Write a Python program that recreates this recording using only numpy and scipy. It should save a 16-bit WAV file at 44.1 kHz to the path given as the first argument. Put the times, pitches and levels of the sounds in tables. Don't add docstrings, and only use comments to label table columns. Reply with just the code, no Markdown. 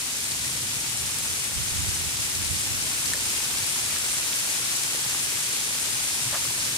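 import sys
import numpy as np
from scipy import signal
from scipy.fft import rfft, irfft, next_fast_len
from scipy.io import wavfile

SR = 44100
rng = np.random.default_rng(int(sys.argv[2]) if len(sys.argv) > 2 else 0)


def persist_wave(psi):
    counts = np.round(np.clip(psi, -1, 1) * 32767).astype(np.int16)
    wavfile.write(sys.argv[1], SR, np.atleast_2d(counts).T)


N = 298802
TIME = np.arange(N) / SR
SIZE = next_fast_len(N, True)
HZ = np.fft.rfftfreq(SIZE, 1 / SR) + 1e-3

# frequency in Hz, gain in dB.
RAIN_TONE = [(200, -15.5), (550, -15), (900, -13.5), (1500, -6.5), (2400, -1.5), (3300, -2.5), (4300, -2.5),
             (6500, -0.6), (8000, -0.6), (9300, 0.8), (10500, -4), (12000, -8), (14000, -11.5),
             (15700, -23.5)]


def undb(db):
    return 10 ** (np.asarray(db) / 20)


def unit(x):
    return x / np.sqrt(np.mean(x ** 2))


def spectrum(points):
    hz, db = np.transpose(points)
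    return undb(np.interp(np.log(HZ), np.log(hz), db))


def colour(x, gain):
    return irfft(rfft(x, SIZE) * gain, SIZE)[..., :N]


def band(x, hz, q):
    hz = min(hz, .4 * SR)
    return signal.lfilter(*signal.iirpeak(hz, max(q, 3 * hz / SR), SR), x)


def wander(per_s):
    knots = rng.standard_normal(2048)
    return np.interp(TIME * per_s, np.arange(len(knots)), knots) * np.sqrt(3 / 2)


def swell(crest_s, length_s):
    return .5 ** ((2 * (TIME - crest_s) / length_s) ** 2)


def place(out, start_s, sound, pan_db=0):
    i = int(start_s * SR)
    sound = sound[:N - i]
    out[:, i:i + len(sound)] += undb([[pan_db / 2], [-pan_db / 2]]) * sound


def around(count):
    return np.pi * ((np.arange(count) + .5) / count - .5)


def arrive(x, angle, spacing_s=.00027):
    lag = int(round(spacing_s * SR * np.sin(angle)))
    return np.array([np.roll(x, lag), x])


def impacts(per_s, spread_db):
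    lands = np.flatnonzero(rng.random(N) < per_s / SR)
    spread = np.minimum(rng.standard_exponential(N)[lands], 4)
    out = np.zeros(N)
    out[lands] = undb(spread_db * spread) * rng.choice([-1, 1], N)[lands]
    return out


def ring(hz, cycles):
    turns = np.arange(SR // 8) / SR * hz
    return np.sin(2 * np.pi * turns) * turns / cycles * np.exp(1 - turns / cycles)


def distant(tone, side_db):
    mid, side = unit(colour(rng.standard_normal((2, N)), spectrum(tone)))
    return mid + undb(side_db) * side * np.array([[1], [-1]])


def far_rumble(rest_db=-51):
    # frequency in Hz, gain in dB.
    tone = [(20, -32), (45, -15), (80, -5), (110, -1.5), (140, -0.5), (175, -9.5), (260, -14.5), (500, -34),
            (1200, -52)]
    # crest time in seconds, length in seconds, rise in dB.
    swells = [(.65, 0.8, 6.5), (2.4, 2.3, 4), (6.65, 0.83, 6)]
    level_db = rest_db + sum(rise_db * swell(s, length_s) for s, length_s, rise_db in swells)
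    return undb(level_db) * distant(tone, side_db=-22)


def wood_roar(rest_db=-48.5, rise_db=3.2):
    # frequency in Hz, gain in dB.
    tone = [(60, -20), (160, 0), (240, 5), (330, 4.5), (450, -5.5), (620, -19.5), (900, -10.5), (1300, -21),
            (2500, -16)]
    level_db = rest_db + rise_db * swell(crest_s=3.2, length_s=0.88)
    return undb(level_db) * distant(tone, side_db=-9.5)


def far_thumps():
    # start in seconds, level in dB, pitch in Hz.
    thumps = [(5.058, -36, 126), (6.256, -33, 120)]
    out = np.zeros((2, N))
    for start_s, db, hz in thumps:
        place(out, start_s, undb(db) * ring(hz, cycles=1.2))
    return out


def breeze(crest_s=2.6, crest_db=-42, rise_db_per_s=8, fall_db_per_s=8.5, flutter_db=2.2):
    # frequency in Hz, gain in dB.
    tone = [(20, -30), (40, -6), (62, -5.5), (85, 3.5), (110, -3.5), (145, -11), (185, -12), (250, -21.5),
            (400, -32), (1000, -65)]
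    # crest time in seconds, length in seconds, strength in dB.
    gusts = [(0.43, .07, -43), (.65, .17, -45), (1.022, 0.084, -35.5), (1.276, 0.074, -42),
             (1.45, .05, -42), (1.587, .06, -28), (1.823, 0.11, -26.5), (2.03, 0.1, -33.5),
             (2.204, 0.061, -32), (2.475, 0.15, -36), (2.722, 0.082, -36.5), (2.85, .09, -37),
             (3.07, .16, -45), (3.28, .1, -42), (3.93, .22, -48)]
    since = TIME - crest_s
    flow = undb(crest_db + np.minimum(rise_db_per_s * since, -fall_db_per_s * since))
    power = flow ** 2 + sum(undb(db) ** 2 * swell(s, length_s) for s, length_s, db in gusts)
    buffeting = colour(rng.standard_normal((2, N)), spectrum(tone))
    eddies = unit(buffeting * undb(flutter_db * wander(per_s=25)))
    return eddies * np.sqrt(power) * undb([[-17], [0.5]])


def branch_spill():
    # start in seconds, length in seconds, mid-run level in dB.
    spills = [(6.315, 0.064, -32.5)]
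    # frequency in Hz, gain in dB.
    tone = [(350, -25), (490, -7), (600, 6), (750, -1), (950, 3), (1200, 4), (1400, -3), (1700, 1),
            (2500, -6), (6000, -36)]
    out = np.zeros((2, N))
    for start_s, length_s, db in spills:
        drips = colour(impacts(per_s=1500, spread_db=1), spectrum(tone))[:int(length_s * SR)]
        arch = np.sin(np.linspace(0, np.pi, len(drips)))
        place(out, start_s, undb(db) * unit(drips) * arch)
    return out


def near_drops(burst_s=0.0006, spray_s=0.0055, spray_db=-12, q=1.0):
    # start in seconds, splash peak in dB, splash centre in Hz,
    # leaf level in dB, leaf pitch in Hz, cycles to the ring's peak, left minus right in dB.
    drops = [(.318, -21, 4600, -23, 4500, 4, 1), (.803, -16, 6500, -26, 6200, 4, 0),
             (1.187, -9, 8800, -38, 3000, 1, -3), (1.445, -13, 9000, -31, 2200, .5, 0),
             (1.889, -19, 8000, -46, 2000, 1, -1), (1.967, -24, 8000, -32, 1700, .7, -1),
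             (2.170, -14, 6000, -31, 3300, .9, -5), (3.057, -9.5, 7200, -26, 4200, 2, 2),
             (3.061, -15, 6200, -26, 4700, 2.5, -4), (3.1354, -7, 7500, -19.5, 1776, 2.5, 1),
             (3.2095, -12, 7100, -42, 2500, 1, -4), (3.541, -21, 7000, -29, 2000, .7, -1),
             (3.963, -17, 6200, -27.5, 1600, 1, 5), (4.332, -11, 4600, -21, 4730, 2.5, -1),
             (4.502, -12, 9000, -37, 2500, 1, 1), (4.8358, -9.5, 7550, -36, 2000, .7, 2),
             (4.947, -32, 5000, -34.5, 560, 1.1, 3), (5.148, -26, 6000, -28, 1200, .6, -2),
             (5.8195, -12, 8000, -44, 2500, 1, 11), (6.453, -28, 6000, -30, 1300, 0.83, 2)]
    # multiple of its pitch, gain in dB.
    leaf_modes = [(.88, -5), (1, 2.5), (1.1, -12)]
    # frequency in Hz, gain in dB.
    roll_off = [(2000, -3.5), (9000, -5), (12000, -6.5), (15500, -13)]
    out, age = np.zeros((2, N)), np.arange(SR // 8) / SR
    fade = np.exp(-age / burst_s) + undb(spray_db) * np.exp(-age / spray_s)
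    for start_s, splash_db, splash_hz, leaf_db, leaf_hz, cycles, pan_db in drops:
        burst = rng.standard_normal(len(age)) * fade
        splash = band(band(burst, splash_hz, q), splash_hz, q)
        splash /= np.abs(splash).max()
        leaf = sum(undb(db) * ring(leaf_hz * multiple, cycles) for multiple, db in leaf_modes)
        place(out, start_s, undb(splash_db) * splash + undb(leaf_db) * leaf, pan_db)
    return colour(out, spectrum(roll_off))


def patter(low_hz, high_hz, per_s, spread_db, cycles, count):
    out = 0
    for hz, angle in zip(np.geomspace(low_hz, high_hz, count), rng.permutation(around(count))):
        taps = signal.oaconvolve(impacts(per_s, spread_db), ring(hz, cycles))[:N]
        out = out + arrive(unit(taps), angle)
    return unit(out)


def bush_splashes(low_hz=3800, high_hz=10500, burst_s=0.00033, spray_s=0.014, spray_db=-11):
    out, age = 0, np.arange(SR // 16) / SR
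    power = np.exp(-2 * age / burst_s) + undb(spray_db) ** 2 * np.exp(-2 * age / spray_s)
    for hz in np.geomspace(low_hz, high_hz, 6):
        sides = [impacts(per_s=22, spread_db=2.0) for _ in range(2)]
        envelopes = [np.sqrt(np.abs(signal.oaconvolve(hits ** 2, power)[:N])) for hits in sides]
        out = out + band(envelopes * rng.standard_normal((2, N)), hz, q=2.9)
    return unit(colour(out, spectrum(RAIN_TONE)))


def rain_hiss(trees=16, flutter_db=1.34, bush_angle=-0.47, bush_db=4.0):
    out = 0
    for angle in around(trees):
        near_db = bush_db * np.exp(-((angle - bush_angle) / 0.4) ** 2)
        clicks = unit(impacts(per_s=2200, spread_db=2.5))
        tree = clicks * undb(flutter_db * wander(per_s=22) + near_db)
        out = out + arrive(tree, angle)
    return unit(colour(out, spectrum(RAIN_TONE)))


def scene(light_db=-32, full_db=-30, thickens_s=2.53, ease_s=0.42):
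    thickness = (1 + np.tanh((TIME - thickens_s) / (2 * ease_s))) / 2
    fader_db = light_db + (full_db - light_db) * thickness
    treble_pings = patter(low_hz=5450, high_hz=10000, per_s=42, spread_db=-1.5, cycles=3.0, count=12)
    sizzle = undb(3.0) * rain_hiss() + undb(-4.5) * bush_splashes() + undb(-12) * treble_pings
    leaves = patter(low_hz=882, high_hz=3520, per_s=100, spread_db=1.5, cycles=0.85, count=10)
    litter = patter(low_hz=416, high_hz=925, per_s=45, spread_db=2.2, cycles=0.89, count=7)
    rain = undb(fader_db) * (sizzle + undb(-14) * leaves + undb(-21.5) * litter)
    return rain + far_rumble() + wood_roar() + near_drops() + branch_spill() + far_thumps() + breeze()


def record(dry, top_hz=15700):
    # frequency in Hz, left minus right in dB.
    balance = [(300, 0), (800, 1), (6000, 0), (7200, 1.2), (8800, 5), (11000, 2.5), (15000, 3)]
    lean = np.sqrt(spectrum(balance))
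    high_cut = 1 / np.sqrt(1 + (HZ / top_hz) ** 300)
    return colour(dry, high_cut * np.array([lean, 1 / lean]))


dry = scene()
out = record(dry)
persist_wave(out)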